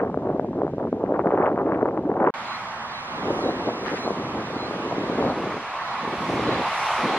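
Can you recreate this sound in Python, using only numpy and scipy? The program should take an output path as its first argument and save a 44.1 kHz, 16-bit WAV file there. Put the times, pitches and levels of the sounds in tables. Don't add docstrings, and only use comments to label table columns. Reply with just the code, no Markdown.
import sys
import numpy as np
from scipy import signal
from scipy.fft import rfft, irfft, next_fast_len
from scipy.io import wavfile
from scipy.ndimage import uniform_filter1d, map_coordinates

SR = 44100
rng = np.random.default_rng(int(sys.argv[2]) if len(sys.argv) > 2 else 0)


def master(y):
    cut = np.clip(np.atleast_2d(y).T, -1, 1)
    pcm = np.round(cut * 32767)
    wavfile.write(sys.argv[1], SR, pcm.astype(np.int16))


N = 316638

# (start [s], end [s])
GAP_START_S, GAP_END_S = (2.3057, 2.3392)


def amp(db):
    return 10 ** (np.asarray(db) / 20)


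def unit(x):
    return x / np.sqrt(np.mean(x ** 2, -1, keepdims=True) + 1e-20)


def along(points, hz):
    point_hz, point_db = np.transpose(points)
    return amp(np.interp(np.log(hz + 1), np.log(point_hz + 1), point_db))


def coloured(points):
    return lambda hz: unit(along(points, hz))


def curves(rows):
    s, *columns = np.transpose(rows)
    return [np.interp(np.arange(N) / SR, s, column) for column in columns]


def wobble(rate_hz):
    knots = rng.standard_normal(int(N * rate_hz / SR) + 4)
    return map_coordinates(knots, [np.arange(N) * rate_hz / SR])


def filtered(x, response):
    m = 2 * next_fast_len(N // 2 + 4096)
    return irfft(rfft(x, m) * response(np.fft.rfftfreq(m, 1 / SR)), m)[..., :N]


def patchy(depth_db):
    z = signal.stft(rng.standard_normal(N), nperseg=512)[2]
    field = uniform_filter1d(rng.standard_normal(z.shape), size=6, axis=0)
    field = uniform_filter1d(field, size=12, axis=1)
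    return signal.istft(z * amp(depth_db * field / field.std()), nperseg=512)[1][:N]


# (frequency [Hz], relative level [dB per Hz])
FAR_MIDDLE = [(710, -32), (1200, -19), (1540, -6), (2890, -19.5), (5800, -32.5), (12100, -53)]
FAR_SIDE = [(1060, -36), (1800, -0.5), (1990, -11.5), (2720, -11.5), (11000, -29.5)]
FAR_DB = -60


def far_road():
    colour = lambda hz: np.array([along(FAR_MIDDLE, hz), along(FAR_SIDE, hz)])
    return amp(FAR_DB) * unit(filtered(rng.standard_normal((2, N)), colour))


# (peak time [s], envelope level [dB])
SCUFFS = [(3.864, -34), (3.895, -35.5), (3.965, -34)]
# (frequency [Hz], relative level [dB per Hz])
GRIT = [(500, -33), (1200, 14.5), (2000, 11), (3500, -3.5), (5500, -12), (11000, -46)]
SCUFF_RISE_DB_PER_S, SCUFF_FALL_DB_PER_S = 695, 344
SCUFF_MIDDLE_DB, SCUFF_SIDE_DB = 0.5, -3


def scuff():
    t = np.arange(N) / SR
    rises = np.zeros(N)
    for s, db in SCUFFS:
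        drop_db = np.where(t < s, SCUFF_RISE_DB_PER_S * (s - t), SCUFF_FALL_DB_PER_S * (t - s))
        rises += amp(db - drop_db)
    grains = unit(rng.standard_normal((2, N)) * amp(3.4 * wobble(600)))
    return amp([[SCUFF_MIDDLE_DB], [SCUFF_SIDE_DB]]) * filtered(rises * grains, coloured(GRIT))


HUM_HZ, HUM_DB, HUM_ENDS_S = 230.5, -54, 3.8


def engine_hum():
    t = np.arange(N) / SR
    return amp(HUM_DB) * np.clip(HUM_ENDS_S - t, 0, 1) * np.sin(2 * np.pi * HUM_HZ * t)


WHINE_FROM_S, WHINE_START_HZ, WHINE_SAG_HZ_PER_S = 5.4, 1099, 8.5
WHINE_START_DB, WHINE_GROWS_DB_PER_S = -38.5, 2


def tread_whine():
    since = np.arange(N) / SR - WHINE_FROM_S
    level = amp(WHINE_START_DB + WHINE_GROWS_DB_PER_S * since) * np.clip(since / 0.2, 0, 1)
    hz = WHINE_START_HZ - WHINE_SAG_HZ_PER_S * since
    blur_hz = 1.8 * since ** 2 * wobble(15)
    phase = 2 * np.pi * np.cumsum(hz + blur_hz) / SR
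    return level * amp(wobble(5)) * np.sin(phase)


# (time [s], roar [dB], hiss [dB], side roar [dB], side hiss [dB])
ROAD = [(2.35, -31.5, -42, -41, -43), (2.55, -32.5, -42.5, -44.5, -42.5), (2.83, -33, -49, -42, -43),
        (2.92, -34, -46.5, -42, -41.5), (3.4, -33.5, -47.5, -39, -40.5), (3.8, -35, -48.5, -45, -41.5),
        (4.3, -34.5, -46, -44.5, -43), (5.25, -34, -43.5, -44, -42), (5.38, -33, -42.5, -52, -46),
        (5.72, -32, -42, -52, -43.5), (5.85, -30.5, -42, -42, -42), (6.28, -32, -38, -46, -42),
        (6.55, -28, -36, -42, -39), (6.87, -25.5, -33.5, -45, -40), (7.18, -26.5, -32.5, -47, -38)]
# (time [s], rise [dB], side rise [dB], width [s])
FLARES = [(3.379, 8, 4.5, .12), (3.95, -15, 6.5, 0.18), (6.3, 7, 0, 0.15), (6.868, 8.5, 10.5, 0.22)]
# (frequency [Hz], relative level [dB per Hz])
ROAR = [(40, -23), (120, -15.5), (300, -20.5), (520, -11), (700, -2.5), (850, 0.5), (1140, 0.5),
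        (1500, -6.5), (2000, -11.5), (3000, -47), (6000, -120)]
HISS = [(400, -88), (1000, -30), (1600, -8.5), (2200, -1), (3000, -7.5), (4200, -12.5), (6000, -24.5),
        (8000, -31), (12000, -120)]
FIZZ = [(1500, -90), (3500, -25.5), (5500, -1.5), (7500, -11), (10500, -10), (12500, -20), (14000, -33.5)]
# (frequency [Hz], gain [dB])
SIDE_TILT = [(300, -54), (650, -24), (1200, 1.5), (2200, 2.5), (4000, 8), (7000, 7), (12000, 5)]
HISS_REF_DB, FIZZ_AT_REF_DB, FIZZ_DB_PER_HISS_DB, SIDE_FIZZ_DB = -46, -68, 0.81, -55


def traffic():
    t = np.arange(N) / SR
    roar_db, hiss_db, side_roar_db, side_hiss_db = curves(ROAD)
    flare_db, side_flare_db = np.zeros((2, N))
    for s, rise_db, side_rise_db, width in FLARES:
        bump = np.exp(-((t - s) / width) ** 2)
        flare_db += rise_db * bump
        side_flare_db += side_rise_db * bump
    fizz_db = FIZZ_AT_REF_DB + FIZZ_DB_PER_HISS_DB * (hiss_db - HISS_REF_DB) + flare_db
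    side_fizz_db = SIDE_FIZZ_DB + side_flare_db
    # (colour, level [dB], side level [dB], lean: share of the middle in the side, patch depth [dB])
    bands = [(ROAR, roar_db, side_roar_db, -.65, 1.3),
             (HISS, hiss_db, side_hiss_db, -.15, 1.2),
             (FIZZ, fizz_db, side_fizz_db, .1, 2.2)]
    middle, side = np.zeros((2, N))
    for points, level_db, side_db, lean, depth_db in bands:
        near = patchy(depth_db)
        wide = lean * near + np.sqrt(1 - lean ** 2) * patchy(1.2)
        side_colour = lambda hz: along(points, hz) * along(SIDE_TILT, hz)
        middle += amp(level_db) * unit(filtered(near, lambda hz: along(points, hz)))
        side += amp(side_db) * unit(filtered(wide, side_colour))
    whine = tread_whine()
    middle += whine + engine_hum()
    side -= whine * amp(side_roar_db - roar_db)
    swell = amp(0.32 * wobble(6) + 0.12 * wobble(32))
    return swell * np.array([middle, side])


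# (share of length, share of the way from low to opening pitch, share of closing lift, level [dB])
CALL = [(0, .9, 0, -14), (.12, 1, 0, -2), (.22, .5, 0, -10), (.31, .14, 0, -4), (.62, 0, 0, -1),
        (.76, 0, .2, -1), (.9, 0, 1, 0), (1, 0, .8, -14)]
# (time [s], length [s], low pitch [Hz], opening pitch [Hz], level before flutter [dB])
CALLS_HEARD = [(2.44, .135, 4050, 4490, -39), (2.898, .118, 3990, 4670, -41), (3.4, .122, 3960, 4380, -40),
               (3.944, .14, 4050, 4570, -39), (4.538, .138, 4065, 4530, -39),
               (5.203, .122, 3960, 4480, -43), (5.815, .135, 4010, 4490, -45),
               (6.432, .135, 3985, 4510, -39), (7.03, .132, 4025, 4480, -41)]
END_LIFT_HZ = 170


def bird():
    voice = np.zeros(N + SR)
    share, opening, lift, shape_db = np.transpose(CALL)
    for s, length, low_hz, top_hz, db in CALLS_HEARD:
        u = np.linspace(0, 1, round(length * SR))
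        corners_hz = low_hz + (top_hz - low_hz) * opening + END_LIFT_HZ * lift
        hz = uniform_filter1d(np.interp(u, share, corners_hz), size=300)
        level = amp(db + np.interp(u, share, shape_db))
        voice[round(s * SR):][:len(u)] += level * np.sin(2 * np.pi * np.cumsum(hz) / SR)
    voice = voice[:N] * amp(1.3 * wobble(70))
    leak = lambda hz: -1j * np.clip(.05 + np.abs(hz - 4020) / 1300, 0, .25)
    return np.array([filtered(voice, leak), voice])


# (time [s], level [dB])
RUMBLE = [(0, -37), (2.3, -40), (2.33, -50), (3.04, -50), (3.28, -34), (3.9, -44.5), (4.28, -38),
          (4.94, -41), (5.24, -35), (5.56, -42), (5.7, -58), (6.32, -34), (6.52, -30), (6.8, -59.5),
          (7.18, -65.5)]
# (frequency [Hz], relative level [dB per Hz])
SWING = [(25, -36.5), (60, -14), (110, -6), (170, -3.5), (260, -6.5), (500, -57), (1000, -120)]


def pressure_swing():
    noise = unit(amp(0.8 * wobble(35)) * rng.standard_normal(N))
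    return filtered(noise * amp(curves(RUMBLE)[0]), coloured(SWING))


# (time [s], strength [dB])
WIND = [(0, -20), (.12, -33), (.55, -29.5), (.9, -29), (1.15, -23), (1.47, -17.5), (1.54, -27), (1.6, -25),
        (1.86, -21), (1.98, -25.5), (2.02, -30), (2.07, -25), (2.3, -22), (2.325, -51.5), (3.03, -53.5),
        (3.12, -41), (3.26, -27), (3.52, -31), (4.0, -34.5), (4.45, -32.5), (4.6, -31.5), (4.95, -28.5),
        (5.2, -26), (5.56, -31), (5.7, -56), (5.99, -51), (6.04, -43), (6.25, -34.5), (6.38, -27),
        (6.6, -24.5), (6.64, -37), (6.79, -62), (6.96, -53), (7.03, -22.5), (7.18, -31.5)]
# (peak time [s], strength [dB], fall time [s])
PUFFS = [(-0.001, -28.5, 0.13), (0.263, -24.5, 0.086), (0.615, -31, 0.044), (0.802, -23.5, 0.014),
         (1.033, -32.5, 0.016), (1.59, -21, 0.037), (1.715, -26, 0.046), (2.224, -19.5, 0.078),
         (3.286, -26.5, 0.039), (3.46, -24, 0.063), (3.682, -21, 0.015), (3.826, -26, 0.015),
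         (3.923, -29, 0.027), (4.068, -25, 0.03), (4.365, -26.5, 0.03), (5.185, -24.5, 0.039),
         (5.261, -20.5, 0.04), (6.05, -31, 0.049), (6.136, -29, 0.022), (6.219, -29.5, 0.013),
         (6.306, -26.5, 0.037), (6.5, -23.5, 0.036)]
# (time [s], depth [dB])
LULLS = [(.722, 7), (0.757, 10.5), (.912, 15.5), (1.231, 11.5), (1.298, 5), (1.368, 4.5), (1.922, 7),
         (2.189, 6), (4.45, 14)]
PUFF_RISE_OVER_FALL, LULL_WIDTH_S = 0.52, 0.0087


def strength():
    t = np.arange(N) / SR
    power = amp(curves(WIND)[0]) ** 2
    for s, db, fall in PUFFS:
        same_part = (t < GAP_START_S) == (s < GAP_START_S)
        width = fall * np.where(t < s, PUFF_RISE_OVER_FALL, 1)
        power += same_part * amp(db) ** 2 * np.exp(-((t - s) / width) ** 2)
    lull_db = sum(depth_db * np.exp(-((t - s) / LULL_WIDTH_S) ** 2) for s, depth_db in LULLS)
    return 10 * np.log10(power) - lull_db


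PEAK_TURNS = 1.25


def eddies(s, db, bright_db, scatter, cycles):
    luck = rng.standard_normal((len(s), 3))
    spread = np.exp(scatter * luck[:, 0].clip(-2.4, 2.4))
    hz = np.clip(480 * np.exp(0.034 * (bright_db + 15)) * spread, 200, 3000)
    k = np.arange(SR // 70)
    turns = hz[:, None] * k / SR - PEAK_TURNS
    phase = 2 * np.pi * turns + np.pi * luck[:, 1:2]
    peak = amp(db) * spread ** -.5
    push = peak[:, None] * np.cos(phase) / np.cosh(turns / cycles) ** 2
    start = np.round((s - PEAK_TURNS / hz) * SR).astype(int).clip(0)
    where = (start[:, None] + k).ravel()
    shares = np.ones(len(s)), luck[:, 2]
    return np.array([np.bincount(where, (push * w[:, None]).ravel(), N + SR)[:N] for w in shares])


# (peak time [s], peak level [dB], brightness [dB])
THUDS = [(0.035, -13.5, -20), (0.144, -12, -7), (0.175, -8, -18), (0.273, -16, -12), (0.397, -7, -9.5),
         (0.447, -13, -17.5), (0.589, -13.5, -16.5), (0.619, -7.5, -13), (0.635, -7.5, -21),
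         (0.668, -13, -12.5), (0.68, -16.5, -7), (0.737, -14.5, -22), (0.783, -12, -23),
         (0.853, -15.5, -16), (0.929, -8, -15), (1.04, -8, -23.5), (1.123, -8, -19), (1.161, -15, -11),
         (1.194, -6.5, -3.5), (1.259, -7, -13), (1.307, -10, -1), (1.339, -6, -16.5), (1.377, -9.5, -1.5),
         (1.423, -14.5, 0), (1.467, -9.5, 7), (1.578, -10.5, -3.5), (1.691, -14.5, -4.5),
         (1.734, -12.5, -7.5), (1.775, -13, -16), (1.862, -12.5, -8), (1.976, -11.5, -1.5),
         (2.117, -11.5, -5.5), (2.203, -9.5, 0.5), (2.243, -6, -9), (2.277, -15, 0), (3.285, -12, -15),
         (3.307, -11, -13), (3.392, -11.5, -7), (3.691, -9, -15), (4.078, -8.5, -13), (4.107, -10, -18),
         (4.711, -16, -10), (4.913, -15.5, -11), (5.1, -11.5, -23), (5.227, -10.5, 0), (5.279, -10.5, -2),
         (5.301, -11, -13), (6.396, -11, -11.5)]
# (frequency [Hz], gain [dB])
PORT = [(25, -47), (60, -22), (150, -6), (300, 1), (700, 1.5), (1200, 1), (2000, -3), (3200, -9.5),
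        (6000, -49), (12000, -100)]
# (frequency [Hz], gain [dB])
WIND_SIDE = [(150, -55), (270, -33.5), (460, -19), (900, -10), (1700, -1.5), (3200, 4.5)]
BRIGHT_REF_DB, BRIGHT_AT_REF_DB, BRIGHT_DB_PER_DB, BRIGHT_SECOND_DB = -25, -13, 1.64, -15.5
CRACK_DB, CRACK_BRIGHTER_DB, CRACK_LEAD_S = -14, 21.5, 0.00071


def wind():
    level_db = strength()
    first = np.arange(N) / SR < GAP_START_S
    held_db = np.maximum(level_db, uniform_filter1d(level_db, size=2600))
    first_bright_db = BRIGHT_AT_REF_DB + BRIGHT_DB_PER_DB * (held_db - BRIGHT_REF_DB)
    bright_db = np.where(first, first_bright_db, BRIGHT_SECOND_DB)

    when, size = rng.random((8000, 2)).T
    at = ((np.arange(len(when)) + when) / len(when) * (N - 1)).astype(int)
    clumps_db = 2.4 * wobble(110)
    patter_db = (level_db + clumps_db)[at] - 3.55 * np.log(size + 0.025) - 5.0
    patter = eddies(at / SR, patter_db, bright_db[at], scatter=0.41, cycles=0.42)

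    s, db, edge_db = np.transpose(THUDS)
    thuds = eddies(s, db, edge_db, scatter=0.031, cycles=0.34)
    cracks = eddies(s - CRACK_LEAD_S, db + CRACK_DB, edge_db + CRACK_BRIGHTER_DB, scatter=0.075, cycles=0.45)

    shared, own = filtered(patter + thuds + cracks, lambda hz: along(PORT, hz))
    side = filtered(shared, lambda hz: (0.17 + .6j) * along(WIND_SIDE, hz))
    side += .6 * filtered(own, lambda hz: along(WIND_SIDE, hz))
    return np.array([shared + pressure_swing(), side])


def scene():
    second = np.arange(N) / SR > GAP_START_S
    middle, side = wind() + far_road() + second * (traffic() + scuff() + bird())
    return np.array([middle + side, middle - side])


GAP_DB, TOP_HZ = -50.0, 13300


def record(dry):
    t = np.arange(N) / SR
    join = np.where((t > GAP_START_S) & (t < GAP_END_S), amp(GAP_DB), 1)
    join = uniform_filter1d(join, size=24)
    return filtered(join * dry, lambda hz: hz < TOP_HZ)


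dry = scene()
out = record(dry)
master(out)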